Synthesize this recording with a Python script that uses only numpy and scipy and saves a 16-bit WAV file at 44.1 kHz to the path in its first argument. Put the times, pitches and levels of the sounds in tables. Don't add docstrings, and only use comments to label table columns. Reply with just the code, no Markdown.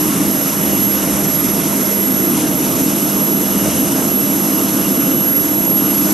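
import sys
import numpy as np
from scipy import signal
from scipy.fft import rfft, irfft
from scipy.io import wavfile
from scipy.ndimage import uniform_filter1d, minimum_filter1d

SR = 44100
rng = np.random.default_rng(int(sys.argv[2]) if len(sys.argv) > 2 else 0)


def unload_audio(sound):
    columns = np.transpose(np.atleast_2d(sound))
    steps = np.round(np.clip(columns, -1, 1) * 32767)
    wavfile.write(sys.argv[1], SR, steps.astype(np.int16))


N = 270333
TIME_S = np.arange(N) / SR
BIN_HZ = np.arange(N // 2 + 1) * SR / N
TOP_HZ = 15700

# f/Hz, left minus right level/dB, coherence (0-1), left phase lead/rad
STEREO_IMAGE = [(40, -8, .1, 3.1), (70, -8.7, 0.35, 3.1), (103, -8.5, 0, 3.1), (112, -8, 0.05, 0),
                (150, -2.8, 0.93, 0), (200, -1.2, .99, 0), (310, .7, .975, 0), (420, -5.3, .83, 0),
                (750, -7, .45, 0), (1080, -10, .1, 0), (1550, -5.5, .33, 0), (1950, -6.5, 0.12, 0),
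                (2400, -1.8, .65, 0), (2820, -.6, 0.9, 0), (4200, 0, .995, 0), (4850, 0, .99, 0),
                (5400, 5, 0.38, -0.25), (6200, 6.5, 0.35, -0.3), (7200, 4.8, 0.15, -1.1),
                (10000, -1.8, 0.45, -0.85), (11260, -3, .65, -.5), (11630, -6, .55, -0.2),
                (12700, -1.5, .5, 0)]


def undb(db):
    return 10 ** (np.asarray(db) / 20)


def curve(table):
    return np.interp(TIME_S, *np.transpose(table))


def over_pitch(table, hz=BIN_HZ):
    points, *columns = np.transpose(table)
    return [np.interp(np.log(np.maximum(hz, 1)), np.log(np.sort(points)), c) for c in columns]


def white():
    return rfft(rng.standard_normal(N))


def walk(rate_hz):
    x = irfft(white() / (1 + (BIN_HZ / rate_hz) ** 4) * (BIN_HZ > 0), N)
    return x / x.std()


def rush(spectrum_db):
    pan_db, coherence, lead = over_pitch(STEREO_IMAGE)
    alike = np.sqrt(np.clip(coherence, 0, 1))
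    shared, apart = np.sqrt(1 + alike) * white(), np.sqrt(1 - alike) * white()
    left = (shared + apart) * undb(pan_db / 2) * np.exp(1j * lead)
    right = (shared - apart) * undb(-pan_db / 2)
    x = irfft(np.array([left, right]) * undb(spectrum_db) / np.sqrt(undb(pan_db) + undb(-pan_db)), N)
    return x / x.mean(axis=0).std()


def tone(hz, unsteady, flutter_hz):
    phase = 2 * np.pi * (np.cumsum(hz * np.ones(N)) / SR + rng.random())
    scattered = unsteady * (walk(flutter_hz) * np.sin(phase) + walk(flutter_hz) * np.cos(phase))
    return np.sqrt(2 * (1 - unsteady ** 2)) * np.sin(phase) + scattered


def place(x, pan_db):
    gains = undb(np.array([[1], [-1]]) * pan_db / 2)
    return x * gains / gains.mean(axis=0)


def resonances(table):
    power = sum(undb(db) ** 2 / (1 + (2 * (BIN_HZ - hz) / width) ** 4) for hz, width, db in table)
    return 10 * np.log10(power)


def scintillation(x, depth_db, rate_hz, count=14):
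    position = np.interp(np.log(np.maximum(BIN_HZ, 1)), np.log([400, TOP_HZ]), [0, count - 1])
    spectrum = rfft(x)
    bands = (irfft(spectrum * np.maximum(1 - abs(position - k), 0), N) for k in range(count))
    return sum(band * undb(depth_db * walk(rate_hz)) for band in bands)


def reflections(strength, count=30):
    echoes = np.zeros(N)
    echoes[rng.integers(SR // 250, SR // 40, count)] = rng.standard_normal(count) / np.sqrt(count)
    return 20 * np.log10(abs(1 + strength * rfft(echoes)))


def exhaust_rumble():
    # f/Hz, relative level/dB
    spectrum = [(50, -31), (95, -23), (120, -16), (150, -6.5), (185, -4.5), (222, -7.5), (272, 1),
                (315, -5), (350, -3.5), (375, -16), (480, -22), (700, -80)]
    # t/s, relative level/dB
    rumble_level = [(0, -18), (.25, -17.5), (.52, -20.5), (.71, -17.5), (.94, -20.5), (1.14, -18),
                    (1.32, -18), (1.96, -20), (2.22, -16), (2.42, -18.5), (2.64, -17.5), (2.92, -16.5),
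                    (3.5, -18), (3.88, -16.5), (4.15, -19), (4.35, -15.5), (4.53, -18.5), (4.88, -17.5),
                    (5.15, -15.5), (5.42, -20), (5.6, -17.5), (5.78, -17), (6.13, -18.5)]
    return rush(over_pitch(spectrum)[0]) * undb(curve(rumble_level) - 2.5)


def jet_roar(echo_s=.00745):
    # f/Hz, relative level/dB
    spectrum = [(250, -13), (390, 1), (500, 2.5), (565, -6), (615, 6.5), (650, -5), (820, -5), (1000, -5),
                (1350, -7), (1700, -14), (2050, -16), (2800, -33), (5000, -51)]
    # t/s, level/dB
    envelope = [(0, -27.5), (.8, -27), (1.9, -26.5), (2.4, -27.5), (3.55, -27), (4.6, -27), (5.3, -27),
                (6.13, -26)]
    comb_db = 2.15 * np.cos(2 * np.pi * BIN_HZ * echo_s) / (1 + (BIN_HZ / 1900) ** 4)
    roar = rush(over_pitch(spectrum)[0] + comb_db) * undb(curve(envelope))
    return scintillation(roar, depth_db=1.8, rate_hz=8.5)


def turbine_rush():
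    # f/Hz, bandwidth/Hz, peak level/dB, peak t/s, swell half-width/s
    bands = [(1930, 520, -41, 0.68, 0.98), (2050, 240, -43, 2.0, 0.77), (930, 260, -40, 3.4, .8),
             (480, 90, -39, 2.8, .5)]
    return sum(rush(resonances([(hz, width, 0)])) * undb(db) * np.exp(-((TIME_S - at_s) / swell_s) ** 2)
               for hz, width, db, at_s, swell_s in bands)


def intakes():
    # f/Hz, relative level/dB
    hiss_spectrum = [(1700, -5.5), (2050, -1), (2400, -1), (2800, 0), (3400, -2.5), (4020, -4),
                     (4300, -5.5), (5300, 0), (6100, 6.5), (6700, 2), (7800, 4), (8900, 1.5), (10800, 5),
                     (13200, -7), (15500, -29.5)]
    # t/s, level/dB
    hiss_level = [(0, -25.5), (.14, -25.5), (.3, -26.5), (.8, -25), (1.15, -26), (1.5, -25), (1.85, -25.5),
                  (2.1, -26.5), (2.28, -26), (2.37, -23.4), (2.48, -28), (2.72, -25), (3.35, -27.5),
                  (3.72, -24.5), (3.98, -26.5), (4.85, -26), (5.2, -27.5), (5.6, -27), (6.13, -23.5)]
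    # f/Hz, bandwidth/Hz, relative level/dB
    overtone_bands = [(3326, 65, 2), (3915, 43, 2), (4055, 64, 4), (6020, 51, 5)]
    # f/Hz, bandwidth/Hz, relative level/dB
    whistle_bands = [(2788, 49, 10), (2912, 81, 7.5), (3050, 82, 4.5), (2800, 400, -4.5), (5900, 66, 1),
                     (6200, 55, 8), (6370, 140, 5)]
    # t/s, relative level/dB
    whistle_level = [(0, -38), (.55, -38), (.78, -34), (1.05, -38), (1.3, -49), (2.2, -44), (2.42, -38),
                     (2.85, -40), (3.37, -38.5), (3.73, -34), (4.2, -39), (4.55, -36.5), (5.0, -38.5),
                     (5.18, -33), (5.33, -40), (5.65, -42), (5.85, -34), (6.13, -44)]
    rippled_db = over_pitch(hiss_spectrum)[0] + reflections(strength=0.24)
    hiss = rush(rippled_db) * undb(curve(hiss_level) + 0.74 * walk(52))
    overtones = rush(resonances(overtone_bands)) * undb(-44 + 0.7 * walk(7.5))
    whistles = rush(resonances(whistle_bands)) * undb(curve(whistle_level) - 1.9 + 1.5 * walk(21))
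    return scintillation(hiss, depth_db=0.9, rate_hz=16) + overtones + whistles


def shaft_hums(low_hz=201.4, high_hz=303.6, gear_hz=674, wander_hz=.5):
    # t/s, level/dB
    low_level = [(0, -33.5), (.25, -26), (.46, -31.5), (.74, -21.5), (1.45, -27.5), (1.85, -22.5),
                 (2.2, -28.5), (2.72, -29), (2.95, -26), (3.6, -25), (3.95, -29), (4.4, -25), (4.85, -27.5),
                 (5.38, -30), (5.75, -24.5), (6.13, -24.5)]
    # t/s, level/dB
    high_level = [(0, -24.5), (.25, -23.5), (.5, -42), (.73, -25), (1.12, -26), (1.33, -31), (1.7, -27),
                  (1.9, -36), (2.38, -20.5), (2.66, -34), (2.92, -23), (3.44, -37), (3.82, -26),
                  (4.06, -32.5), (4.8, -25), (5.25, -32), (5.56, -21.5), (5.78, -29.5), (6.13, -21.5)]
    gear_db = -40 + .5 * TIME_S
    hums = 0
    for hz, db in [(low_hz, curve(low_level)), (high_hz, curve(high_level)), (gear_hz, gear_db)]:
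        hum = undb(db) * tone(hz + wander_hz * walk(1.65), unsteady=0.097, flutter_hz=7.2)
        hums += place(hum, over_pitch(STEREO_IMAGE, hz)[0])
    return hums


def stage_tones(off_axis_loss_db=4):
    # f/Hz, peak level/dB, peak t/s, sweep half-width/s
    stages = [(3661, -46.5, .3, .5), (3640, -51, 3.6, .7), (5388, -46, .5, .5), (5694, -44.5, 1.45, .45),
              (5970, -48, 3.2, .8), (6152, -45.5, 5.85, .2), (7320, -49.5, 4.8, .3), (9080, -47, 2.9, .9),
              (10103, -47, .5, .3), (10103, -47.5, 3.9, .6)]
    tones = 0
    for hz, db, at_s, sweep_s in stages:
        off_axis = 1 - np.exp(-((TIME_S - at_s) / sweep_s) ** 2)
        beam = undb(db - off_axis_loss_db * off_axis) * tone(hz, unsteady=0.27, flutter_hz=9)
        tones += place(beam, over_pitch(STEREO_IMAGE, hz)[0])
    return tones


def blade_whine(wander_hz=1.7):
    # t/s, f/Hz
    pitch = [(0, 11442), (.36, 11451), (.7, 11447), (.98, 11469), (1.43, 11469), (1.62, 11458),
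             (2.05, 11459), (2.39, 11444), (3.33, 11445), (3.55, 11463), (4.1, 11449), (4.6, 11458),
             (5.58, 11452), (5.89, 11472), (6.13, 11456)]
    # t/s, level/dB
    fading = [(0, -20), (.16, -32), (.41, -20), (.7, -22.5), (.83, -16), (1.03, -24.5), (1.15, -30),
              (1.3, -18.5), (1.66, -29), (1.87, -20), (2.26, -21), (2.45, -36), (2.55, -24), (2.93, -24.5),
              (3.0, -23), (3.07, -23), (3.34, -18.5), (3.45, -27), (3.59, -20), (3.7, -35), (3.8, -21),
              (3.9, -30), (4.01, -23.5), (4.18, -17.5), (4.33, -21.5), (4.75, -24), (5.36, -14),
              (5.66, -17.5), (5.8, -18.5), (6.0, -16.5), (6.13, -19.5)]
    # t/s, left minus right level/dB
    sway = [(0, -5.5), (.35, -8), (.6, -5.5), (.92, -9), (1.15, -8), (1.65, -14), (2.05, -6), (2.8, -7.5),
            (3.6, -6), (4.45, -7.5), (5.3, -6), (6.13, -5.5)]
    phase = 2 * np.pi * np.cumsum(curve(pitch) + wander_hz * walk(3.3)) / SR
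    shared_flutter = 1 + 0.11 * walk(32)
    ear_flutter = np.array([0.043 * (walk(25) + 1j * walk(25)) for _ in range(2)])
    whine = np.sqrt(2) * np.real((shared_flutter + ear_flutter) * np.exp(1j * phase))
    return place(whine * undb(curve(fading) + 1.5 * walk(6)), curve(sway))


def scattered_whine(centre_hz=11480, width_hz=470, level_db=-28.5):
    detuning = (BIN_HZ - centre_hz) / width_hz
    lorentzian_db = -10 * np.log10(1 + (2 * detuning) ** 2)
    taper_db = -8 * (detuning / 3) ** 2
    return rush(lorentzian_db + taper_db) * undb(level_db)


def wind():
    # f/Hz, relative level/dB
    spectrum = [(20, -34), (50, -13), (67, -1), (90, -7), (115, -3.5), (170, -17), (400, -60)]
    # t/s, level/dB
    gusts = [(0, -46), (.18, -37), (.45, -48), (.65, -38.5), (.88, -38), (1.5, -38), (1.97, -44),
             (2.3, -39), (2.82, -40), (2.96, -47), (3.42, -44), (3.61, -33.5), (4.0, -41), (4.5, -45),
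             (4.77, -41), (5.1, -41), (5.95, -40), (6.13, -37)]
    return rush(over_pitch(spectrum)[0]) * undb(curve(gusts) + walk(6.9))


def gain_control(x, threshold_db, ratio, makeup_db, sense_hz, response_s):
    treble = signal.sosfilt(signal.butter(2, sense_hz, "high", fs=SR, output="sos"), x)
    power = uniform_filter1d(np.mean(treble ** 2, axis=0), int(response_s * SR))
    over_db = np.maximum(10 * np.log10(power + 1e-12) - threshold_db, 0)
    return x * undb(makeup_db - over_db * (1 - 1 / ratio))


def limiter(x, ceiling_db, ramp_samples=441):
    gain = np.minimum(1, undb(ceiling_db) / (abs(x).max(axis=0) + 1e-9))
    return x * uniform_filter1d(minimum_filter1d(gain, 2 * ramp_samples), ramp_samples)


def scene():
    flow_noise = exhaust_rumble() + jet_roar() + turbine_rush() + intakes()
    tones = shaft_hums() + stage_tones() + blade_whine()
    return flow_noise + tones + scattered_whine() + wind()


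def record(dry):
    ducked = gain_control(dry, threshold_db=-28.5, ratio=1.41, makeup_db=3.5,
                          sense_hz=5700, response_s=0.072)
    limited = limiter(ducked, ceiling_db=-2.2)
    return signal.sosfilt(signal.ellip(12, .1, 90, TOP_HZ, fs=SR, output="sos"), limited)


dry = scene()
out = record(dry)
unload_audio(out)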